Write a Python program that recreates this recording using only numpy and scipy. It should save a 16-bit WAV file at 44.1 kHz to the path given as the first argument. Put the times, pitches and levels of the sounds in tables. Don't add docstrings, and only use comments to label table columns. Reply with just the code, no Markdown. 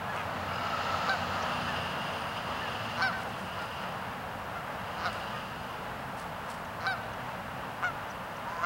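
import sys
import numpy as np
from scipy import signal
from scipy.fft import rfft, irfft, next_fast_len
from scipy.io import wavfile
from scipy.ndimage import uniform_filter1d

SR = 44100
rng = np.random.default_rng(int(sys.argv[2]) if len(sys.argv) > 2 else 0)


def generate_wav(sig):
    pcm = np.round(np.clip(np.atleast_2d(sig).T, -1, 1) * 32767).astype(np.int16)
    wavfile.write(sys.argv[1], SR, pcm)


N = 381465
TIME = np.arange(N) / SR
AHEAD_PAN_DB, FAR_PAN_DB = .5, 1.3


def undb(db):
    return 10 ** (np.asarray(db) / 20)


def unit(x):
    return x / np.sqrt(np.mean(x ** 2) + 1e-18)


def add(track, start, x):
    i = max(int(start * SR), 0)
    track[i:i + len(x)] += x[:max(N - i, 0)]


def cut(x, hz, kind="low"):
    return signal.sosfilt(signal.butter(2, hz, kind, fs=SR, output="sos"), x)


def response(spectrum, hz):
    points_hz, db = np.transpose(spectrum)
    return undb(np.interp(np.log(np.maximum(hz, 1)), np.log(points_hz), db))


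def resonate(x, gain):
    cepstrum = irfft(np.log(gain))
    cepstrum[1:len(x) // 2] *= 2
    cepstrum[len(x) // 2 + 1:] = 0
    return irfft(rfft(x) * np.exp(rfft(cepstrum)))


def noise(spectrum):
    size = next_fast_len(N)
    gain = response(spectrum, np.fft.rfftfreq(size, 1 / SR))
    return unit(irfft(rfft(rng.standard_normal(size)) * gain, size)[:N])


def drift(rate_hz, size=N):
    step = int(SR / rate_hz)
    steps = np.repeat(rng.standard_normal(size // step + 1), step)
    return 1.3 * uniform_filter1d(uniform_filter1d(steps, step), step)[:size]


def band(hz, width_hz):
    slow = cut(rng.standard_normal((2, N)), width_hz / 2)
    phase = 2 * np.pi * np.cumsum(hz * np.ones(N)) / SR
    return unit(slow[0] * np.cos(phase) + slow[1] * np.sin(phase))


def sweep(start, end, start_hz, end_hz, fade_s=.24):
    envelope = np.clip(np.minimum(TIME - start, end - TIME) / fade_s, 0, 1)
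    return np.interp(TIME, [start, end], [start_hz, end_hz]), envelope


def glide(path, waver):
    times, pitches, levels = np.transpose(path)
    sounding = (TIME > times[0]) & (TIME < times[-1])
    level = undb(np.interp(TIME, times, levels) + .8 * drift(40))
    hz = np.interp(TIME, times, pitches) * (1 + waver * drift(200))
    return sounding * level * np.sqrt(2) * np.sin(2 * np.pi * np.cumsum(hz) / SR)


def place(x, pan_db):
    treble = signal.sosfiltfilt(signal.butter(1, 700, "high", fs=SR, output="sos"), x)
    side = treble * (undb(pan_db / 2) - 1)
    return np.array([x + side, x - side])


def distant(spectrum, level, flutter_db=.49, width_db=-23):
    level = level * undb(flutter_db * drift(14))
    side = undb(width_db) * cut(level * noise(spectrum), 800, "high")
    return place(level * noise(spectrum), AHEAD_PAN_DB) + np.array([side, -side])


def banks(x, t60=.43, echo_s=.14, echo_db=-4, spread_s=.077):
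    t = np.arange(SR) / SR
    decay = undb(-60 * t / t60) * (1 - np.exp(-t / .0093))
    cluster = undb(echo_db) * np.exp(-((t - echo_s) / spread_s) ** 2)
    tail = unit((decay + cluster) * rng.standard_normal(SR)) / np.sqrt(SR)
    return cut(signal.fftconvolve(x, tail)[:N], 3500)


# frequency in Hz, level in dB.
WIND_SPECTRUM = [(12, -22), (25, -12), (45, 5), (70, 2), (150, -34)]

def breeze(start_s=3.7, rise_s=.4, db=-61.5):
    return undb(db) * np.clip((TIME - start_s) / rise_s, 0, 1) * noise(WIND_SPECTRUM)


# frequency in Hz, level in dB.
RUMBLE_SPECTRUM = [(20, -33), (35, -21), (52, -9), (70, -2.5), (90, 1), (140, 0), (185, 1), (245, -2.5),
                   (300, -9), (450, -21.5), (900, -37)]
ROAR_SPECTRUM = [(150, -24), (360, -10.5), (480, -3), (620, 0.5), (900, 1.5), (1300, -1.5), (1600, -3.5),
                 (2000, -9.5), (2400, -13), (2800, -12.5), (3600, -20.5), (5000, -26.5), (7500, -38.5),
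                 (15000, -61)]
# closest moment in seconds, time for the roar to fall 3 dB in seconds
# (of either sign), rumble in dB, roar in dB.
VEHICLES = [(1.25, 1.32, -47, -36), (2.9, 0.5, -56.5, -47), (5, -0.47, -55, -43.5), (7.4, 1.5, -57, -43.5)]

def traffic(engine_reach=1.6):
    rumble, roar = undb(-48.5), undb(-42.5)
    for closest, width, rumble_db, roar_db in VEHICLES:
        along = (TIME - closest) / width
        rumble = np.hypot(rumble, undb(rumble_db) / np.hypot(1, along / engine_reach))
        roar = np.hypot(roar, undb(roar_db) / np.hypot(1, along))
    return rumble * noise(RUMBLE_SPECTRUM) + distant(ROAR_SPECTRUM, roar)


# start and end in seconds, first and last pitch in Hz, level in dB,
# octave's relative level in dB.
ENGINE_NOTES = [(0, 2.03, 93.9, 87.8, -50, -3.5), (.1, 3.4, 244.5, 234, -53.5, -27),
                (.5, 3.4, 149.2, 143, -57, -18), (2.2, 3.3, 109.7, 110.6, -53, -21.5),
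                (3, 4.2, 184.7, 179.8, -54.5, -30), (4.7, 6.3, 95.9, 135, -56.5, -5),
                (6.6, 8.2, 103.6, 145.5, -53.5, -2.5)]

def engine_hum(waver=.0109, uneven_db=2.5):
    out = np.zeros(N)
    for start, end, start_hz, end_hz, db, octave_db in ENGINE_NOTES:
        hz, envelope = sweep(start, end, start_hz, end_hz)
        phase = 2 * np.pi * np.cumsum(hz * (1 + waver * drift(20))) / SR
        level = np.sqrt(2) * envelope * undb(db + uneven_db * drift(6))
        out += level * (np.sin(phase) + undb(octave_db) * np.sin(2 * phase))
    return out


# start and end in seconds, first and last pitch in Hz, level in dB.
TREAD_NOTES = [(0.55, 1.9, 825, 760, -47), (0.399, 2, 690, 655, -48.5), (1.05, 1.9, 1285, 1100, -46)]

def tyre_drone():
    out = np.zeros(N)
    for start, end, start_hz, end_hz, db in TREAD_NOTES:
        hz, envelope = sweep(start, end, start_hz, end_hz)
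        out += undb(db) * envelope * band(hz, width_hz=40)
    return out


# frequency in Hz, level in dB.
RUSH_SPECTRUM = [(600, -33), (780, -15), (1000, -35), (1260, 8), (1480, -10), (1900, -5.5), (2250, -21),
                 (2600, -6.5), (3300, -12), (3700, -13.5), (4200, -10.5), (5050, -15.5), (5700, -22),
                 (7100, -22), (8300, -41)]
HISS_SPECTRUM = [(1500, -65), (2350, -11.5), (2800, 7.5), (3150, -1), (3600, -10), (4300, -27),
                 (4850, -5.5), (5500, -21), (6500, -22), (7700, -39), (8600, -19), (11000, -44)]
# peak time, rise and fall in seconds, rush in dB, hiss in dB.
SURGES = [(1.05, .6, 0.71, -39.5, -51.5), (1.78, 0.45, 0.83, -47.5, -44), (2.75, 0.47, 0.57, -46.5, -46),
          (3.63, 0.25, 0.41, -51.5, -49), (5.17, 0.34, 0.63, -50, -50.5), (6.9, 0.87, 0.76, -71, -75)]

def surging_hiss(whirr_db=1.8):
    rush, hiss = undb(-75), undb(-62)
    for peak, rise, fall, rush_db, hiss_db in SURGES:
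        swell = np.exp(-((TIME - peak) / np.where(TIME < peak, rise, fall)) ** 2)
        rush = np.hypot(rush, undb(rush_db) * swell)
        hiss = np.hypot(hiss, undb(hiss_db) * swell)
    return distant(RUSH_SPECTRUM, rush) + distant(HISS_SPECTRUM, hiss * undb(whirr_db * drift(70)))


# time in seconds, pitch in Hz, level in dB.
WHINE_PATH = [(1.3, 10100, -85), (1.55, 10080, -69), (1.95, 9780, -72), (2.25, 9540, -66), (2.5, 9350, -76),
              (3.05, 9200, -72)]

def whine():
    return glide(WHINE_PATH, waver=.003)


# frequency in Hz, level in dB.
GRASS_SPECTRUM = [(1500, -7), (5000, 0.5), (7000, -4.5), (8300, -1.5), (10500, -6), (15000, -26)]
# peak time in seconds, decay in seconds, level in dB.
RUSTLES = [(.14, 0.076, -58), (3.18, 0.2, -57.5), (3.39, 0.079, -61), (3.62, .08, -61), (5.13, 0.11, -59),
           (6.185, 0.043, -54), (6.503, 0.042, -50.5)]

def grass(attack_s=.012, crackle_db=3.5):
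    level = sum(undb(db) * np.exp(-np.abs(TIME - peak) / np.where(TIME < peak, attack_s, decay))
                for peak, decay, db in RUSTLES)
    return level * noise(GRASS_SPECTRUM) * undb(crackle_db * drift(250))


# start and length in seconds, first and last pitch in Hz, level in dB.
CHIPS = [(1.412, 0.029, 6470, 5420, -52), (6.64, .025, 6500, 6000, -64), (7.128, 0.018, 6300, 5300, -62),
         (8.089, 0.043, 6960, 4400, -58), (8.361, 0.019, 5440, 6960, -61)]

def small_birds(buzz=.08):
    out = np.zeros(N)
    for start, length, start_hz, end_hz, db in CHIPS:
        size = int(length * SR)
        hz = np.linspace(start_hz, end_hz, size) * (1 + buzz * drift(1200, size))
        chip = np.hanning(size) * np.sin(2 * np.pi * np.cumsum(hz) / SR)
        add(out, start, undb(db) * unit(chip))
    return out


# time in seconds, pitch in Hz, level in dB.
MOAN_PATH = [(8.42, 925, -66), (8.47, 950, -40.5), (8.56, 1003, -39), (8.65, 1083, -41)]

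def moan():
    return glide(MOAN_PATH, waver=.022)


# centre and width in Hz, relative level in dB, fade in dB per second.
TRILL_BANDS = [(1325, 98, -3, -5), (2270, 150, -11.5, 26), (2824, 130, -4.5, 51), (5050, 250, -21, 5)]

def trill(start_s=.47, length_s=.54, attack_s=.039, release_s=.06, rattle_hz=31):
    t = TIME - start_s
    held = np.clip(t, 0, length_s)
    envelope = np.clip(t / attack_s, 0, 1) * np.exp(-np.maximum(t - length_s, 0) / release_s)
    pips = 1 + .67 * np.cos(2 * np.pi * np.cumsum(rattle_hz * (1 + .21 * drift(25))) / SR)
    voice = sum(undb(db - fade * held) * band(hz, width) for hz, width, db, fade in TRILL_BANDS)
    call = undb(-39) * envelope * pips * voice
    return call + banks(undb(-3) * call)


# delay in seconds, relative level in dB.
SHORES = [(.105, -0.5), (.165, -6)]

def shore_echoes(x, smear_s=.012, dull_hz=3460, size=4096):
    echoes = np.zeros(N)
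    for delay, db in SHORES:
        add(echoes, delay, undb(db) * x)
    scatter = np.exp(-np.arange(size) / SR / smear_s) * rng.standard_normal(size)
    all_pass = irfft(np.exp(1j * np.angle(rfft(scatter))))
    return cut(signal.fftconvolve(echoes, all_pass)[:N], dull_hz)


CROAK_HZ = 168.6

def syrinx_tone(t, age, flap, attack, rough, hold, fundamental_db, bloom_db=5, flare_db=4.5):
    phase = 8 * np.pi * flap
    tension = attack ** .3 * np.exp(-.36 * age ** 8)
    flare = undb(flare_db * np.exp(-((t - hold) / .0092 - 1) ** 2))
    tone = undb(fundamental_db + bloom_db * age ** 2) * np.cos(phase)
    for k in range(2, 17):
        chop = 1 + np.minimum(.17 * k * rough, 1) * np.cos(2 * np.pi * (flap - .15))
        shimmer = undb(1.3 * drift(250, len(t)))
        tone += tension ** (k - 1) * (flare if k > 4 else 1) * chop * shimmer * np.cos(k * phase)
    return np.sqrt(2) * tone


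def throat_ring(t, since_flap, croak, rasp, decay_s=.0027, db=10.5):
    opening = np.exp(np.minimum(t, 0) / .011)
    hz = np.interp(opening, [0, 1], [1080, 1197])
    drive = croak * (.47 + 2 * opening) + rasp
    ring = undb(db) * drive * np.exp(-since_flap / decay_s) * np.sin(2 * np.pi * hz * since_flap)
    return cut(ring, 600, "high")


# frequency in Hz, gain in dB.
THROAT_RESPONSE = [(250, -22), (500, -6.5), (720, -6), (1000, -8.5), (1300, 3), (1550, 0), (1900, -9),
                   (2330, -13), (3100, -23.5), (4200, -31), (7000, -40.5), (13000, -86)]
BEAK_RESPONSE = [(3200, -37), (3950, -15), (4700, -20.5), (5250, -15.5), (5900, -60), (8300, -68),
                 (10100, -31.5), (13000, -86)]
BUZZ_RESPONSE = [(2500, -46), (3500, -34), (4050, -13), (4900, -20.5), (5600, -18.5), (6300, -32),
                 (8000, -52), (15000, -85)]
CRACK_RESPONSE = [(2500, -59), (3700, -19), (4100, -11), (4500, -16.5), (5400, -23.5), (6500, -41),
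                  (10000, -62), (15000, -84)]

def honk(lead, length, hz, hold, sag, croak_db, hoarse, beak_hz, beak_db,
         fundamental_db=-2, buzz_db=-3, rasp_db=-12, crack_db=8, upper_db=0):
    size, knee_s, attack_s, fade_db = 16384, .006, .0034, 10.5
    t = np.arange(size) / SR - lead
    age = np.clip(t / length, 0, 1.25)
    rough = np.exp(-np.maximum(t, 0) / hoarse)
    rise = 1 - .033 * np.exp(-age / .085)
    falling_s = knee_s * np.logaddexp(0, (age * length - hold) / knee_s)
    jitter = 1 + (.0014 + .009 * rough) * drift(300, size)
    pitch = hz * rise * np.exp(-sag * falling_s) * jitter
    flap_hz = np.where(t < 0, CROAK_HZ * (1 + .02 * drift(200, size)), pitch / 4)
    flap = np.cumsum(flap_hz) / SR
    flap -= np.interp(0, t, flap)
    since_flap = flap % 1 / CROAK_HZ
    attack = np.exp(np.minimum(t - .002, 0) / attack_s)
    pressure = attack * undb(-fade_db * age ** 1.5) * np.clip((1.25 - age) / .25, 0, 1)
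    tone = pressure * syrinx_tone(t, age, flap, attack, rough, hold, fundamental_db)
    flap_starts = np.diff(np.floor(flap), append=np.floor(flap[-1]))
    pulses = 60 * flap_starts * undb(.6 * rng.standard_normal(size))
    croak = (t < -.002) * undb(croak_db + 2 * np.minimum(t, 0) / lead)
    bins_hz = np.fft.rfftfreq(size, 1 / SR)
    beak_bins = bins_hz * 4400 / beak_hz
    upper_resonance = undb(upper_db * np.exp(-((bins_hz - 2680) / 310) ** 2))
    throat = response(THROAT_RESPONSE, bins_hz) * upper_resonance
    beak = undb(beak_db) * response(BEAK_RESPONSE, beak_bins)
    voice = resonate(tone + croak * pulses, np.hypot(throat, beak))
    rasp = undb(rasp_db) * (t >= 0) * rough * pressure
    ring = throat_ring(t, since_flap, croak, rasp)
    scratch = pulses + undb(21) * np.exp(-since_flap / .0015) * rng.standard_normal(size)
    buzz = resonate(scratch * croak, response(BUZZ_RESPONSE, beak_bins))
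    crack = resonate(scratch * rough * pressure, response(CRACK_RESPONSE, beak_bins))
    return voice + ring + undb(beak_db + buzz_db) * buzz + undb(beak_db + crack_db) * crack


def pond(calls, scatter_db):
    direct, scattered, reflected = np.zeros((2, N)), np.zeros(N), np.zeros(N)
    for start, call, pan_db, echo_db in calls:
        for channel, sound in zip(direct, place(call, pan_db)):
            add(channel, start, sound)
        add(scattered, start, undb(scatter_db) * call)
        add(reflected, start, undb(echo_db) * call)
    return direct + banks(scattered) + shore_echoes(reflected)


# break time, croak length and tone length in seconds, pitch in Hz, level in dB,
# beak tuning in Hz, beak gain in dB.
GRUNTS = [(.166, 0.048, 0.073, 425, -40.5, 2700, 5), (3.590, 0.026, 0.085, 476, -44, 4420, -4),
          (3.829, 0.034, 0.031, 475, -44.5, 4400, -14), (5.340, .01, 0.052, 620, -41.5, 4200, -18)]

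def far_grunts(echo_db=-29):
    calls = []
    for break_s, lead, length, hz, db, beak_hz, beak_db in GRUNTS:
        call = honk(lead, length, hz, hold=.0294, sag=2.6, croak_db=-2, hoarse=.11,
                    beak_hz=beak_hz, beak_db=beak_db)
        calls.append((break_s - lead, undb(db) * call, FAR_PAN_DB, echo_db))
    return pond(calls, scatter_db=-19)


# break time and tone length in seconds, pitch in Hz, level in dB.
YELPS = [(.095, .051, 865, -36.5), (1.335, 0.097, 715, -42), (1.685, 0.053, 897, -32),
         (2.614, 0.079, 900, -36.5), (3.04, 0.07, 1044, -37), (3.125, 0.06, 947, -37),
         (4.556, 0.054, 702, -40.5)]

def far_yelps(lead=.02, echo_db=-29):
    calls = []
    for break_s, length, hz, db in YELPS:
        call = honk(lead, length, hz, hold=.0127, sag=1.96, croak_db=-11, hoarse=.0088,
                    beak_hz=4200, beak_db=-18)
        calls.append((break_s - lead, undb(db) * call, FAR_PAN_DB, echo_db))
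    return pond(calls, scatter_db=-9)


# break time, croak length and tone length in seconds, pitch in Hz, its hold in
# seconds, its sag as a share per second, level in dB, fundamental, croak and buzz gains in dB, hoarse
# time in seconds, rasp in dB, beak tuning in Hz, then beak, crack, upper throat, echo and pan in dB.
HONKS = [ (1.094, 0.03, 0.06, 782, 0.031, 3.1, -28.5, 1, -7.5, -2, 0.0094, -12, 4300, -1, 10.5, -2, -15, 0),
         (3.020, .052, 0.081, 773, .048, 4.8, -26, -1.5, -9, -2, 0.01, -12, 4480, 0.5, 5.5, -4, -12, .5),
         (5.053, 0.073, 0.045, 751, 0.0026, 3.7, -35, 3.5, -3.5, 2, .1, 1.5, 4350, -2, 10, 0, -10, -0.5),
         (6.867, 0.063, 0.081, 775, 0.044, 3.8, -30, 1.5, -8.5, -4, 0.0084, -8, 4300, 2, 5, -2, -15, .2),
         (7.839, .016, 0.063, 734, 0.0273, 3.1, -29.8, -3, -6.5, -5, 0.016, -6, 6400, -17, 1, 6, -26, 2.4),
         (8.634, 0.16, 0.052, 702, .04, 3, -31.5, 0, -10, 9, .06, -0.5, 5200, -15, 7, -1, -16, -3.5)]

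def near_honks():
    calls = []
    for (break_s, lead, length, hz, hold, sag, db, fundamental_db, croak_db, buzz_db,
         hoarse, rasp_db, beak_hz, beak_db, crack_db, upper_db, echo_db, pan_db) in HONKS:
        call = honk(lead, length, hz, hold, sag, croak_db, hoarse, beak_hz, beak_db,
                    fundamental_db, buzz_db, rasp_db, crack_db, upper_db)
        calls.append((break_s - lead, undb(db) * call, pan_db, echo_db))
    return pond(calls, scatter_db=-16)


def scene():
    faint = small_birds() + grass() + trill() + whine() + moan()
    coots = near_honks() + far_yelps() + far_grunts()
    background = breeze() + traffic() + engine_hum() + tyre_drone() + surging_hiss()
    return background + place(faint, AHEAD_PAN_DB) + coots


def record(dry, hiss_db=-61, apart_db=-25, scan_hz=15734, scan_db=-72.5, top_hz=15800):
    hiss = rng.standard_normal(N) + undb(apart_db) * rng.standard_normal((2, N))
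    whistle = undb(scan_db) * np.sqrt(2) * np.sin(2 * np.pi * scan_hz * TIME)
    low_pass = signal.ellip(10, .1, 70, top_hz, fs=SR, output="sos")
    return signal.sosfilt(low_pass, dry + undb(hiss_db) * hiss + whistle)


dry = scene()
out = record(dry)
generate_wav(out)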